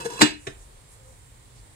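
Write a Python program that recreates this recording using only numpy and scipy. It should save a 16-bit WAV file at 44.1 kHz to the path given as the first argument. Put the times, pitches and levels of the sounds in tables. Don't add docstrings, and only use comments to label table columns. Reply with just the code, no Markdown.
import sys
import numpy as np
from scipy import signal
from scipy.fft import rfft, irfft
from scipy.io import wavfile
from scipy.ndimage import uniform_filter1d

SR = 44100
rng = np.random.default_rng(int(sys.argv[2]) if len(sys.argv) > 2 else 0)


def amp(db):
    return 10 ** (np.asarray(db, float) / 20)


def write(x):
    x = np.atleast_2d(x).T
    wavfile.write(sys.argv[1], SR, np.round(np.clip(x, -1, 1) * 32767).astype(np.int16))


N = 77175
RIGHT_LAG_S = .00043
BODY_SCATTER_DB = 1.2


def curve(table, hz):
    a = np.array(table, float)
    return np.interp(np.log(np.maximum(hz, 1)), np.log(a[:, 0]), a[:, 1])


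def unit(x):
    return x / np.sqrt(np.mean(x ** 2))


def walk(rate_hz):
    k = int(SR / rate_hz)
    steps = np.repeat(rng.standard_normal(N // k + 1), k)
    return unit(uniform_filter1d(uniform_filter1d(steps, k), k)[:N])


def octave(f, hz):
    return np.cos(np.pi / 2 * np.clip(np.log2(f / hz + 1e-9), -1, 1)) ** 2


# [f/Hz, level/dB]
PORTS = [(60, 1), (140, -4), (300, 6.5), (700, 0.5), (1290, 3.5), (2380, -3.5), (4400, -9), (8120, -13),
         (15000, -1)]


def ring(modes, count=1, scatter_db=-3.5):
    hz, db, t60_s = np.array(modes, float).T
    t = np.arange(SR // 3) / SR
    decay = np.log(1000) / np.clip(t60_s, .005, .36)
    waves = np.exp(np.outer(2j * np.pi * hz - decay, t)).astype(np.complex64)

    wobble_db, wobble_per_s = 1.8, 25
    rock = rng.standard_normal((len(hz), 12)) * (t60_s > .085)[:, None] * (np.arange(12) > 0)
    for k in np.flatnonzero(rock[:, 1]):
        waves[k] *= amp(wobble_db * np.interp(t * wobble_per_s, np.arange(12), rock[k]))

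    shape = (count, len(hz))
    lag_s = RIGHT_LAG_S * np.where(hz < 1100, .6, 1)
    turn = np.minimum(hz / 1000, 1) * rng.standard_normal(shape) - 2 * np.pi * hz * lag_s
    side = amp(curve(PORTS, hz) / 2)
    gain = amp(db + scatter_db * rng.standard_normal(shape))
    gain = gain * np.sign(rng.standard_normal(shape) + 3 * (hz < 1000))
    ports = np.stack([gain * side, gain / side * np.exp(1j * turn)], 1)
    out = (ports.astype(np.complex64) @ waves).imag
    out[:, 1, :int(RIGHT_LAG_S * SR)] = 0
    return out / np.sqrt(np.mean(out[..., :SR // 100] ** 2))


def sheet(colour, count=1):
    hz = 400 * 40 ** (rng.random(200) ** .7)
    t60_s = .033 * np.exp(.27 * rng.standard_normal(200))
    modes = np.array([hz, curve(colour, hz) + 5 * np.log10(hz), t60_s]).T
    return ring(modes, count=count, scatter_db=5.0)


# [t/s, level/dB]
SLIDE_PRESS = [
    (0.0, -37),
    (0.039, -48.5),
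    (0.058, -33),
    (0.076, -50.5),
    (0.144, -43),
    (0.199, -38.5),
    (0.205, -17),
]
# [f/Hz, level/dB]
SLIDE_SHEET = [(240, -41), (400, -35), (452, -3.5), (615, -42), (863, -18), (2380, -28), (8020, -25),
               (15800, -44.5)]
# [f/Hz, level/dB, t60/s]
HELD_LID = [(1470, -8, .08), (1680, -4, .05), (2630, -2, .06), (2860, -8, .08), (3400, -7, .07),
            (4080, -5, .05), (4920, -8, .06), (5260, -9, .06), (6500, -7, .05), (7520, -12, .05),
            (7815, -4, .05), (8210, -11, .05), (8680, -9, .04)]
# [f/Hz, level/dB, t60/s]
GAP_MODES = [(466.7, -3, 0.17), (904, 0, 0.07), (142, -17, 0.14)]
# [t/s, low ratio, upper ratio]
GAP_PITCH = [(0, 1.12, 1.1), (.045, 1.0, .97), (.1, 1.0, 1.1), (.14, .97, 1.06), (.205, .95, 1.15)]


def slide():
    clicks_per_s, scatter_db, gap_split_hz = 2600, 4, 680
    t = np.arange(N) / SR
    press, pitch = np.array(SLIDE_PRESS), np.array(GAP_PITCH)
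    push = amp(np.interp(t, press[:, 0], press[:, 1]) + 2.7 * walk(56.8)) * (t < press[-1, 0])
    metal_rings = sheet(SLIDE_SHEET, count=3) + amp(-2) * ring(HELD_LID, count=3)
    air_rings = ring(GAP_MODES, count=3)
    clocks = [np.cumsum(np.interp(t, pitch[:, 0], pitch[:, k])) for k in (1, 2)]
    split = signal.butter(4, gap_split_hz, fs=SR, output="sos")

    out = np.zeros((2, N))
    for metal_ring, air_ring in zip(metal_rings, air_rings):
        when, sign, size = rng.random((3, N))
        clicks = (when < clicks_per_s / 3 / SR) * np.sign(sign - .5)
        clicks = clicks * amp(-scatter_db * np.log(size + .06))
        drive = unit(clicks)[None] * push
        out += signal.fftconvolve(drive, metal_ring, axes=1)[:, :N]
        air = signal.fftconvolve(drive, air_ring, axes=1)[:, :N]
        low = signal.sosfiltfilt(split, air)
        for clock, part in zip(clocks, (low, air - low)):
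            out += np.array([np.interp(clock, np.arange(N), port) for port in part])
    return out * amp(-34.0)


# [f/Hz, level/dB]
ROOM_PORTS = [(60, 1), (110, -3.5), (200, 3), (380, 2.5), (700, -0.5), (1290, 3.5), (2380, -3), (4400, -5),
              (8120, -7.5), (15000, 6.5)]
# [f/Hz, share/0-1]
ALIKE = [(60, 1), (300, 0.61), (1000, 0.24), (8000, 0.043)]


def hiss(gain):
    f = np.fft.rfftfreq(N, 1 / SR)
    alike = np.clip(curve(ALIKE, f), 0, .99)
    common, own_left, own_right = rfft(rng.standard_normal((3, N)), axis=1)
    side = amp(curve(ROOM_PORTS, f) / 2)
    shared = np.sqrt(alike) * common
    left = shared * np.exp(2j * np.pi * f * RIGHT_LAG_S) + np.sqrt(1 - alike) * own_left
    right = shared + np.sqrt(1 - alike) * own_right
    return irfft(np.array([left * side, right / side]) * gain(f), N, axis=1)


def bump(hz, width_hz):
    return unit(hiss(lambda f: np.exp(-((f - hz) / width_hz) ** 2 * 2)))


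# [f/Hz, level/dB per Hz]
KITCHEN = [(15, -30), (35, -6), (120, -4.5), (152, -20.5), (342, -19), (527, -20), (1220, -24), (9450, -34),
           (15800, -42)]
# [f/Hz, width/Hz, level/dB]
HUMPS = [
    (50, 24.5, -61),
    (137, 54, -68),
    (7530, 500, -69.5),
    (8650, 2000, -65.5),
    (9680, 120, -71),
]
# [t/s, length/s, f/Hz, width/Hz, level/dB]
PIPE = (1.07, .17, 521, 28, -63)
FAR_S = [.93, 1.58, .62, 1.1, .44, .54, .77, .36]
# [length/s, f/Hz, width/Hz, level/dB]
FAR = [
    (0.073, 8900, 4100, -57.5),
    (0.072, 6200, 6100, -61.5),
    (0.082, 8200, 3900, -59),
    (0.11, 8500, 4500, -64),
    (0.13, 8200, 3400, -58),
    (0.29, 48, 43, -52),
    (0.047, 52, 39, -48.5),
    (.1, 110, 110, -61.5),
]


def kitchen():
    flicker_db, duck_full_db, duck_back_s = .9, -5, .415
    t = np.arange(N) / SR
    duck_db = duck_full_db * (t > .21) / (1 + np.exp(np.clip((t - duck_back_s) / .015, -30, 30)))
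    bed = np.zeros((2, N))
    for hz in 30 * 2. ** np.arange(10):
        level_db = flicker_db * walk(6.85) + duck_db * (hz > 200)
        bed += amp(level_db) * hiss(lambda f: amp(curve(KITCHEN, f)) * octave(f, hz))
    out = unit(bed) * amp(-51.5 - 3.5)
    for hz, width_hz, db in HUMPS:
        out += amp(db + .86 * walk(9.64) + duck_db * (hz > 200)) * bump(hz, width_hz)
    pipe_s, length_s, hz, width_hz, db = PIPE
    out += amp(db) * np.exp(-((t - pipe_s) / length_s) ** 2 * 4) * bump(hz, width_hz)
    for at_s, (length_s, hz, width_hz, db) in zip(FAR_S, FAR):
        out += amp(db) * np.exp(-((t - at_s) / length_s) ** 2 * 4) * bump(hz, width_hz)
    return out


# [t/s, length/s, level/dB, chatter f/Hz]
SCRAPES = [(.001, .005, -42.5, 2630), (.012, .005, -47, 2630), (0.037, .005, -51.5, 2630),
           (.1575, .008, -45.5, 3400), (.177, .003, -39, 2630), (0.188, .006, -45, 2630),
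           (.193, .004, -32, 4080), (0.1934, 0.0054, -39.5, 1680), (0.217, .004, -22, 7815),
           (.245, .008, -34.5, 2860), (.298, .008, -43, 2610), (0.334, 0.0072, -44.5, 4090),
           (.488, 0.0087, -57, 4920)]


def scrapes():
    out = np.zeros((2, N + SR))
    t = np.arange(SR // 50) / SR
    rings = ring(HELD_LID, count=len(SCRAPES), scatter_db=2)
    for (at_s, length_s, db, hz), response in zip(SCRAPES, rings):
        chatter = .45 * (1 + (hz > 3000)) * np.sin(2 * np.pi * hz * t)
        rub = (rng.standard_normal(len(t)) + chatter) * np.exp(-t / max(length_s, .001))
        y = signal.fftconvolve(rub[None] / np.sqrt(np.sum(rub ** 2)), response, axes=1)
        i = int(at_s * SR)
        out[:, i:i + y.shape[1]] += amp(db - 9) * y
    return out[:, :N]


def soften(x):
    k = np.hanning(max(int(.00077 * SR), 3))
    k = (k / k.sum()).reshape((1,) * (x.ndim - 1) + (-1,))
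    return signal.fftconvolve(x, k, axes=-1)[..., :x.shape[-1]]


def hits(contacts, clear, clear_db, clear_at, colour, low):
    n, out = len(contacts), np.zeros((2, N + SR))
    bright = sheet(colour, count=n)
    body = soften(ring(low, count=n, scatter_db=BODY_SCATTER_DB))
    bright[clear_at] += amp(clear_db) * ring(clear, scatter_db=BODY_SCATTER_DB)[0]
    for (at_s, click_db, thump_db), click, thump in zip(contacts, bright, body):
        i = int(at_s * SR)
        out[:, i:i + click.shape[1]] += amp(click_db - 8.5) * click + amp(thump_db - 10.5) * thump
    return out[:, :N]


# [t/s, click/dB, thump/dB]
KNOCKS = [
    (.0542, -46, -24.5),
    (.0585, -50.5, -20.5),
    (.0628, -64, -23.5),
    (.101, -35.5, -33.5),
    (.1375, -45, -36),
    (.1575, -51, -28.5),
]
# [f/Hz, level/dB, t60/s]
KNOCK_LOW = [(460, 2, 0.06), (205, -12.5, .06), (870, -13, 0.07), (2200, 3, .035)]


def knocks():
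    return hits(KNOCKS, HELD_LID, -8, 1, SLIDE_SHEET, KNOCK_LOW)


# [t/s, click/dB, thump/dB]
DROP = [(.1935, -52, -36), (.2075, -22.5, -47), (.2108, -11.5, -15), (.2135, -11.5, -16.5),
        (.2165, -2.5, -16.5), (.219, -15, -23.5), (.2200, -14, -12), (.2235, -15, -6.5), (.2258, -18, -30),
        (.2295, -19, -9), (.2325, -17.5, -31), (.2365, -39, -30)]
# [f/Hz, level/dB, t60/s]
SEATED_LID = [(1491, -16, .3), (1609, -10, .15), (1836, -6, .09), (2315, -11, .33), (2584, 0, .27),
              (2840, 2, .17), (2890, -10, .33), (3171, -9, .18), (3480, -2, .19), (3618, -6, .17),
              (4115, 0, .11), (4929, 3, .17), (6315, -4, .17), (6750, 2, .06)]
# [f/Hz, level/dB]
DROP_SHEET = [(240, -33), (400, -5), (561, -14.5), (1860, -8), (2340, -13.5), (4200, -11.5), (7200, -19.5),
              (7770, -16), (15800, -44)]
# [f/Hz, level/dB, t60/s]
POT = [(140, -8, .12), (229, -3, .085), (301, -11, .24), (312, 0, .065), (384, -14, .18), (424, -3, .07),
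       (668, -10, .06), (940, -22, .25)]


def drop():
    return hits(DROP, SEATED_LID, 3, 6, DROP_SHEET, POT)


# [t/s, click/dB, thump/dB]
TAP = [
    (.4660, -52, -44),
    (.4690, -32, -30),
    (.4715, -31, -30.5),
    (.4742, -32, -22),
    (.4775, -35.5, -55),
    (.4845, -44, -29.5),
]
# [f/Hz, level/dB, t60/s]
TAPPED_LID = [(1529, -12, .13), (1782, 2, .04), (2200, -6, .06), (2503, -5, .055), (2864, -18, .1),
              (3623, -9, .07), (3854, -10, .1), (5071, -17, .11), (5566, -7, .05), (6379, -12, .08),
              (6869, -14, .1), (7747, -11, .11), (8263, -17, .1), (9200, -15, .05)]
# [f/Hz, level/dB]
TAP_SHEET = [(400, -36), (1200, -3.5), (1800, -3.5), (3900, -8.5), (4700, -46), (5400, -13), (8500, -24),
             (15800, -44)]
# [f/Hz, level/dB, t60/s]
TAPPED_POT = [(135, 0, .12), (300, -17, .16), (420, 0, .055), (388, -19, .11), (660, -7, .06),
              (220, -16, .12)]


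def tap():
    return hits(TAP, TAPPED_LID, -1, 1, TAP_SHEET, TAPPED_POT)


# [f/Hz, t60/s]
TAIL = [(100, 0.32), (300, 0.33), (1000, 0.2), (2500, 0.3), (5000, 0.22), (9000, 0.2), (14000, 0.25)]


def tail(x):
    level_db, rise_s, n = -7.5, .005, SR // 2
    t, f = np.arange(n) / SR, np.fft.rfftfreq(n, 1 / SR)
    noise = rfft(rng.standard_normal((2, n)) + .5 * rng.standard_normal(n), axis=1)
    ir = np.zeros((2, n))
    for hz in 140.0 * 2. ** np.arange(9):
        ir += irfft(noise * octave(f, hz), n, axis=1) * amp(-60 * t / curve(TAIL, hz))
    ir *= np.minimum(t / rise_s, 1)
    ir /= np.sqrt(np.mean(np.sum(ir ** 2, 1)))
    return amp(level_db) * signal.fftconvolve(x, ir, axes=1)[:, :N]


def scene():
    lid = slide() + knocks() + drop() + tap() + scrapes()
    wet = tail(signal.lfilter(*signal.butter(1, 500, "high", fs=SR), lid))
    low_cut = signal.butter(4, 90, "high", fs=SR, output="sos")
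    return signal.sosfilt(low_cut, lid + wet) + kitchen()


def low_pass(x):
    return signal.sosfilt(signal.butter(12, 15920, fs=SR, output="sos"), x)


def record(dry):
    rounded = np.tanh(1.168 * dry) / np.tanh(1.1)
    x = signal.sosfilt(signal.ellip(10, .5, 50, 15760, fs=SR, output="sos"), rounded)
    return low_pass(np.clip(x, -1, 1))


dry = scene()
out = record(dry)
write(out)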